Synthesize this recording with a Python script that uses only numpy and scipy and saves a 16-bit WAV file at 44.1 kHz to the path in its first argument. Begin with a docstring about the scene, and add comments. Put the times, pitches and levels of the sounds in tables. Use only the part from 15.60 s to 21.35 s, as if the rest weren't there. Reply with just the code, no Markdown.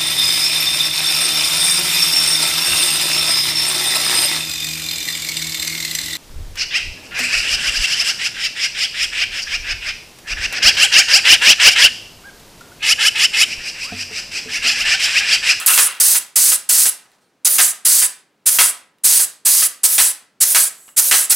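"""A hand-held grease gun, apparently air-driven, packs a wheel bearing in a small workshop, over a faint hush.
Each stroke spurts, hisses as the piston travels, barks as it turns and narrows to a whistle as the valve shuts:
shaped noise through resonances. Grease squelches and the valve squeaks at first; light strokes follow.
In a pause a hand rubs the disc and a thin metallic sing is heard. Light and loaded strokes then mix; late on,
air seeps and hard knocks fall. The room rings after each stroke; a peak limiter holds the loudest bursts."""
import sys
import numpy as np
from scipy import signal
from scipy.fft import rfft, irfft, next_fast_len
from scipy.io import wavfile
from scipy.ndimage import uniform_filter1d, minimum_filter1d

SR = 44100
rng = np.random.default_rng(int(sys.argv[2]) if len(sys.argv) > 2 else 0)


def unload_audio(sound):
    """Save the sound as a 16-bit wav file, at the path given as the first command line argument."""
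    columns = np.transpose(np.atleast_2d(sound))
    # keep every value between -1 and 1, then stretch to whole-number steps
    steps = np.round(np.clip(columns, -1, 1) * 32767)
    wavfile.write(sys.argv[1], SR, steps.astype(np.int16))


N = 253778
LEAD = SR // 2  # half a second of lead-in, so that an earlier stroke is still dying away at the start
TIME = np.arange(-LEAD, N) / SR
SIZE = next_fast_len(len(TIME) + SR)
FREQ = np.maximum(np.arange(SIZE // 2 + 1) * SR / SIZE, 1)

# strokes: valve_opens_s, piston_turns_s, valve_shuts_s, valve_lift_s, load (0-1), exhaust_bark_db
STROKES = [(-.28, -.140, .005, .010, 1, -13), (.059, .175, .280, .008, .4, -12),
           (.399, .546, .590, .003, 0, -21.5), (.756, .915, .964, .005, 0, -23),
           (1.089, 1.253, 1.300, .005, 0, -23), (1.846, 1.982, 2.121, .008, 1, -13.5),
           (2.248, 2.418, 2.468, .007, 0, -23.5), (2.856, 2.985, 3.112, .012, 1, -11.5),
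           (3.435, 3.592, 3.652, .012, 0, -26.5), (3.849, 4.020, 4.073, .011, 0, -23),
           (4.232, 4.379, 4.520, .008, 1, -14.5), (4.802, 4.946, 5.086, .012, 1, -14),
           (5.362, 5.511, 5.660, .016, 1, -11.5), (5.694, 5.840, 5.980, .012, 1, -13)]
# spurt time after the valve has lifted: free_s, loaded_s
SPURT_AFTER_LIFT_S = (.025, .0275)
# colour of the closing valve: freq_hz, density_db (per Hz, relative)
CLOSING_COLOUR = [(100, -43), (600, -30), (2500, -19), (5000, -17), (7000, -11), (7800, -4), (10000, -2.5),
                  (11500, -8), (16000, -21)]
# resonances of the gun's body: freq_hz, width_hz, lift_db
BODY_MODES = [(654, 38, 5), (718, 25, 4), (791, 30, 6), (1000, 35, 3), (1203, 30, 2), (1302, 43, 5),
              (1611, 35, 3), (1707, 60, 4), (2010, 35, 4), (2128, 25, 3), (2547, 65, 3), (2760, 150, 3),
              (3230, 40, 3), (3464, 45, 4), (4114, 50, 3)]


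def from_db(db):
    """Decibels to gain."""
    return 10 ** (np.asarray(db) / 20)


def rms_one(x):
    """Scale to an rms of 1."""
    return x / np.sqrt(np.mean(x ** 2) + 1e-20)


def at_hz(points, hz):
    """Read a (Hz, value) table on a log-frequency axis."""
    known_hz, value = np.transpose(points)
    return np.interp(np.log(hz), np.log(known_hz), value)


def under(load, pair):
    """Blend from the free-running value to the fully loaded one."""
    return np.interp(load, [0, 1], pair)


def ramp(start_s, length_s):
    """Rises from 0 to 1 over the given time."""
    return np.clip((TIME - start_s) / max(length_s, 1e-4), 0, 1)


def envelope(start_s, db, rise_s, hold_s, fall_db_per_s):
    """Gain that rises, holds and dies away."""
    falling_s = np.clip(TIME - start_s - rise_s - hold_s, 0, 1)
    return ramp(start_s, rise_s) * from_db(db - fall_db_per_s * falling_s)


def flutter(rate_hz, depth_rms_db):
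    """A gain that wanders at random, from low-passed noise."""
    lowpass = signal.butter(2, rate_hz, fs=SR, output="sos")
    slow = signal.sosfilt(lowpass, rng.standard_normal(len(TIME)))
    return from_db(depth_rms_db * rms_one(slow))


def air(colour, modes=()):
    """Turbulence with a broad colour, lifted at the resonances that it passes; rms 1."""
    db = at_hz(colour, FREQ)
    for hz, width_hz, lift_db in modes:
        db = db + lift_db / (1 + (2 * (FREQ - hz) / width_hz) ** 2)
    spectrum = rfft(rng.standard_normal(SIZE)) * from_db(db)
    return rms_one(irfft(spectrum, SIZE)[:len(TIME)])


def strokes(spurt_fall_s=.007, shut_s=.006, swell_db=3.5, turn_s=.002, stall=.34):
    """Spurt, drive and return of every stroke, as power shares of an open, a choked and a closing jet."""
    # jet colours: freq_hz, density_db (per Hz, relative)
    open_colour = [(40, -48), (110, -46), (200, -33), (700, -25), (1600, -18), (3300, -15), (4600, -8.5),
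                   (7000, -5.5), (9400, 0), (11500, -4), (14000, -7), (15800, -10.5)]
    choked_colour = [(40, -44), (110, -42), (200, -32), (700, -24), (1100, -25.5), (1700, -21), (3000, -19),
                     (5200, -12), (7300, -8.5), (9800, -2), (12000, -5), (14000, -5.5), (15800, -13.5)]
    # air passage resonances: freq_hz, width_hz, lift_db
    port_modes = [(4700, 400, 2), (6420, 400, 3), (8000, 400, 2), (9400, 1500, 1.5), (12300, 300, 2)]
    choke_modes = [(6400, 700, 2), (9650, 900, 2.5), (13800, 1200, 1)]
    whistle_modes = [(7800, 550, 4), (8750, 400, -4), (9600, 650, 4), (10800, 200, 2), (12400, 300, 3)]
    # phase levels, return from first to last: free_db, loaded_db
    spurt_db = (-8.4, -7.4)
    drive_db = (-10.7, -15.4)
    return_db = (-11.8, -10.1)
    last_db = (-16.5, -23)

    wide, choked, closing = np.zeros((3, len(TIME)))
    for opens, turns, shuts, lift_s, load, _ in STROKES:
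        spurt_s = lift_s + under(load, SPURT_AFTER_LIFT_S)
        opened = ramp(opens, lift_s) ** 1.2
        spent = ramp(opens + spurt_s - spurt_fall_s / 2, spurt_fall_s)
        turned = ramp(turns, turn_s)
        shut = ramp(shuts - shut_s / 2, shut_s)

        # against a load the jet is thinner and swells in the middle of the piston's travel
        travel = ramp(opens + spurt_s, turns - opens - spurt_s)
        swell = swell_db * load * (np.sin(np.pi * travel ** 1.5) - .5)
        drive = from_db(under(load, drive_db) + swell) * spent * (1 - turned)
        drive *= 1 - stall * ramp(turns - .012, .008)  # the flow sags as the piston stalls

        # on the way back the pressure sinks and the gap narrows to a whistle
        back = ramp(turns, shuts - turns)
        sunk, narrow = back ** 2.6, back ** 1.2
        leaving_db = (1 - sunk) * under(load, return_db) + sunk * under(load, last_db)
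        leaving = from_db(leaving_db) * turned * (1 - shut)

        # the gap is still narrow as the valve lifts, so the treble comes first
        spurt = from_db(under(load, spurt_db)) * opened * (1 - spent)
        gap = ramp(opens, 1.2 * lift_s) ** 2

        wide += gap * spurt ** 2 + (1 - load) * drive ** 2 + (1 - narrow) * leaving ** 2
        choked += load * drive ** 2
        closing += narrow * leaving ** 2 + (1 - gap) * spurt ** 2
    jets = np.sqrt(wide) * air(open_colour, port_modes)
    jets += np.sqrt(choked) * air(choked_colour, choke_modes)
    jets += np.sqrt(closing) * air(CLOSING_COLOUR, whistle_modes)
    return jets * flutter(rate_hz=150, depth_rms_db=.7)


def shifting(x, width_hz=1000):
    """The jet's colour shifts as its gap moves: each treble band swells and sinks on its own."""
    # band centres: freq_hz
    bands_hz = [6900, 8200, 9200, 10300, 11500, 13400]
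    shifted = x
    for hz in bands_hz:
        band = signal.lfilter(*signal.iirpeak(hz, hz / width_hz, fs=SR), x)
        shifted = shifted + band * (flutter(rate_hz=18, depth_rms_db=1.7) - 1)
    return shifted


def barks(rise_s=.0015, spurt_body_db=-30):
    """At each turn spent air bursts through the gun's body, longer under load; spurts stir it a little."""
    # exhaust: freq_hz, density_db (per Hz, relative)
    exhaust_colour = [(40, -35), (120, -33), (300, -19.5), (600, -13), (1000, -6.5), (1600, -1),
                      (2800, -1.5), (4500, -4.5), (7500, -5.5), (16000, -17)]
    # bark hold: free_s, loaded_s
    bark_hold_s = (.011, .020)
    # bark fall: free_db_per_s, loaded_db_per_s
    bark_fall_db_per_s = (600, 450)

    power = np.zeros(len(TIME))
    for opens, turns, _, lift_s, load, bark_db in STROKES:
        bark = envelope(turns, bark_db, rise_s, under(load, bark_hold_s), under(load, bark_fall_db_per_s))
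        spent = ramp(opens + lift_s + under(load, SPURT_AFTER_LIFT_S), lift_s)
        stirred = from_db(spurt_body_db) * ramp(opens, 2 * lift_s) * (1 - spent)
        power += bark ** 2 + stirred ** 2
    return np.sqrt(power) * air(exhaust_colour, BODY_MODES) * flutter(rate_hz=250, depth_rms_db=2.0)


def knocks(decay_s=.0025, stop_lag_s=.005, stop_over_bark_db=6, stop_hz=2000):
    """The piston's stop, stray knocks, and valve clicks as some spurts end: a decaying body rattle and ringing
    steel."""
    # stray knocks, and valve clicks at the end of some spurts: start_s, level_db, lowpass_hz
    other_knocks = [(1.455, -45, 4000), (1.517, -48, 12000), (1.870, -16, 12000), (3.385, -53, 12000),
                    (4.259, -20, 6000), (5.280, -34, 3000), (5.289, -32, 3000), (5.398, -12, 4000),
                    (5.725, -9, 5000)]
    # ringing steel: freq_hz, level_db, t60_s
    steel_modes = [(877, -26, .13), (1380, -22, .08), (1960, -25, .2), (2845, -12, .05)]

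    # with no load to brake it the piston hits its stop, the harder the louder it barks
    stops = [(turns + stop_lag_s, bark_db + stop_over_bark_db, stop_hz)
             for _, turns, _, _, load, bark_db in STROKES if load < .5]
    rattle = air([(60, -36), (300, -16), (900, 0), (16000, -3)], BODY_MODES)
    out = np.zeros(len(TIME))
    for start_s, level_db, lowpass_hz in stops + other_knocks:
        age_s = np.clip(TIME - start_s, 0, 1)
        strike = rattle * (TIME >= start_s) * np.exp(-np.minimum(age_s / decay_s, 20))
        for hz, mode_db, t60_s in steel_modes:
            strike += from_db(mode_db - 60 * age_s / t60_s) * np.sin(2 * np.pi * hz * age_s)
        out += from_db(level_db) * signal.lfilter(*signal.butter(1, lowpass_hz, fs=SR), strike)
    return out


def squeak():
    """A brief whistle at the opening valve's seat: noise through one narrow resonance."""
    # squeak: start_s, length_s, pitch_hz, width_hz, level_db
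    start_s, length_s, hz, width_hz, level_db = (.060, .014, 11400, 900, -8)
    tone = signal.lfilter(*signal.iirpeak(hz, hz / width_hz, fs=SR), rng.standard_normal(len(TIME)))
    gate = ramp(start_s, .002) * (1 - ramp(start_s + length_s / 2, length_s))
    return from_db(level_db) * rms_one(tone) * gate


def seep():
    """Trapped air leaks past the closed valve and whistles thinly."""
    # leak: start_s, level_db, rise_s, hold_s, fall_db_per_s
    leak = (5.07, -47, .05, .19, 350)
    # whistle: freq_hz, width_hz, lift_db
    seep_modes = [(6900, 300, 7), (7900, 550, 9), (9700, 1500, -5), (11300, 300, 8), (12400, 300, 5),
                  (15400, 400, 6)]
    return envelope(*leak) * air(CLOSING_COLOUR, seep_modes)


def squelch():
    """Grease and air sputter through the bearing's cavity: fluttering resonant noise."""
    # pops and sputters: start_s, level_db, rise_s, hold_s, fall_db_per_s
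    bursts = [(-.12, -29, .02, .13, 130), (.073, -18.5, .006, .028, 450), (.11, -29, .02, .165, 150)]
    # grease: freq_hz, density_db (per Hz, relative)
    grease_colour = [(300, -26), (1000, -7), (1400, -3), (2000, -1), (3000, -1), (4500, -7), (12000, -18)]
    # cavity: freq_hz, width_hz, lift_db
    cavity_modes = [(1070, 90, 4), (1350, 120, 8), (2720, 240, 9)]
    level = sum(envelope(*burst) for burst in bursts)
    return level * air(grease_colour, cavity_modes) * flutter(rate_hz=120, depth_rms_db=2)


def rub():
    """A hand slides unevenly over the steel disc: faint noise with a slow flutter."""
    # slide: start_s, level_db, rise_s, hold_s, fall_db_per_s
    slide = (1.41, -59, .05, .03, 62)
    # skin on steel: freq_hz, density_db (per Hz, relative)
    skin_colour = [(200, -8), (800, 0), (1500, 0), (3000, -8), (4500, -5), (9500, -8), (15000, -22)]
    return envelope(*slide) * air(skin_colour, BODY_MODES) * flutter(rate_hz=30, depth_rms_db=2.5)


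def sing():
    """Thin metallic partials swell and fade together, each with its own flutter."""
    # swell: start_s, length_s, level_db
    start_s, length_s, level_db = (1.60, .11, -70)
    # partials: freq_hz, level_db (relative)
    partials = [(3150, -5), (4100, -4), (4450, 0), (8300, -1), (9600, -1), (10850, -6), (12050, -8)]
    tone = np.zeros(len(TIME))
    for hz, partial_db in partials:
        sine = np.sin(2 * np.pi * hz * TIME)
        tone += from_db(partial_db) * sine * flutter(rate_hz=40, depth_rms_db=3)
    gate = ramp(start_s, length_s / 3) * (1 - ramp(start_s + length_s / 2, length_s / 2))
    return from_db(level_db) * rms_one(tone) * gate


def workshop(x, first_echo_s=.004, likeness=.8):
    """Direct sound, near reflections and a diffuse stereo tail that dies sooner in the treble."""
    # decay: freq_hz, t60_s
    room_t60 = [(150, .45), (530, .48), (1400, .45), (3700, .355), (9000, .25), (12500, .23), (16000, .2)]
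    # tail against direct sound: freq_hz, level_db
    room_level = [(150, -3), (600, -4.5), (1400, -6.5), (4000, -8), (7500, -11), (10000, -11.5),
                  (15000, -13)]
    # disc reflections, opposite in the two channels, against direct sound: freq_hz, level_db
    near_side = [(100, -13), (700, -13), (2000, -14.5), (4000, -17.5), (7000, -15.5), (10000, -18),
                 (13000, -24)]
    # left minus right: freq_hz, difference_db
    balance_db = [(200, -.5), (1500, 0), (5000, -1.1), (9000, -1.7), (14000, -.7)]

    t = np.arange(SR * 3 // 4) / SR
    opposite = np.array([[1], [-1]])
    edges_hz = np.geomspace(60, 18000, 25)
    tail = 0
    for low, high in zip(edges_hz, edges_hz[1:]):
        hz = np.sqrt(low * high)
        decay = from_db(-60 * t / at_hz(room_t60, hz)) * (t > first_echo_s)
        bandpass = signal.butter(2, [low, high], "band", fs=SR, output="sos")
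        mid, side = signal.sosfilt(bandpass, rng.standard_normal((2, len(t))))
        pair = np.sqrt((1 + likeness) / 2) * mid + np.sqrt((1 - likeness) / 2) * side * opposite
        tail = tail + pair * decay / np.sqrt(np.sum(decay ** 2)) * from_db(at_hz(room_level, hz))

    near = rng.standard_normal(len(t)) * (t < 2 * first_echo_s)
    near /= np.sqrt(np.sum(near ** 2))
    near_response = rfft(near, SIZE) * from_db(at_hz(near_side, FREQ)) * opposite
    balance = from_db(at_hz(balance_db, FREQ) * opposite / 2)
    response = (1 + near_response + rfft(tail, SIZE)) * balance
    return irfft(rfft(x, SIZE) * response, SIZE)[:, :len(TIME)]


def room_hush(level_db=-64, side_db=-18):
    """Steady low-weighted noise, nearly alike in both channels."""
    # hush: freq_hz, density_db (per Hz, relative)
    hush_colour = [(30, -27), (60, -18), (120, -5), (190, 1), (400, 0), (800, -5), (2000, -10), (4000, -16),
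                   (9000, -23), (15000, -30)]
    side = from_db(side_db) * air(hush_colour) * [[1], [-1]]
    return from_db(level_db) * (air(hush_colour) + side)


def scene():
    """The gun and the bearing in the workshop, over a faint hush."""
    gun = shifting(strokes()) + barks() + knocks() + squeak() + seep()
    bearing = squelch() + rub() + sing()
    return (workshop(gun + bearing) + room_hush())[:, LEAD:]


def record(dry, ceiling=1.2, release_db_per_s=500, top=1.0, cutoff_hz=15850):
    """A look-ahead limiter eases the loudest bursts, remaining peaks are rounded, the treble is cut."""
    over_db = 20 * np.log10(np.maximum(np.abs(dry).max(axis=0) / ceiling, 1))
    recovery_db = release_db_per_s * np.arange(N) / SR
    cut_db = np.maximum.accumulate(over_db + recovery_db) - recovery_db
    # 45 samples: the cut starts ahead of the peak and is smoothed
    gain_db = uniform_filter1d(minimum_filter1d(-cut_db, size=45), size=45)
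    held = dry * from_db(gain_db)
    rounded = held / (1 + (held / top) ** 8) ** (1 / 8)
    lowpass = signal.ellip(12, .1, 70, cutoff_hz, fs=SR, output="sos")
    return signal.sosfilt(lowpass, rounded)


dry = scene()
out = record(dry)
unload_audio(out)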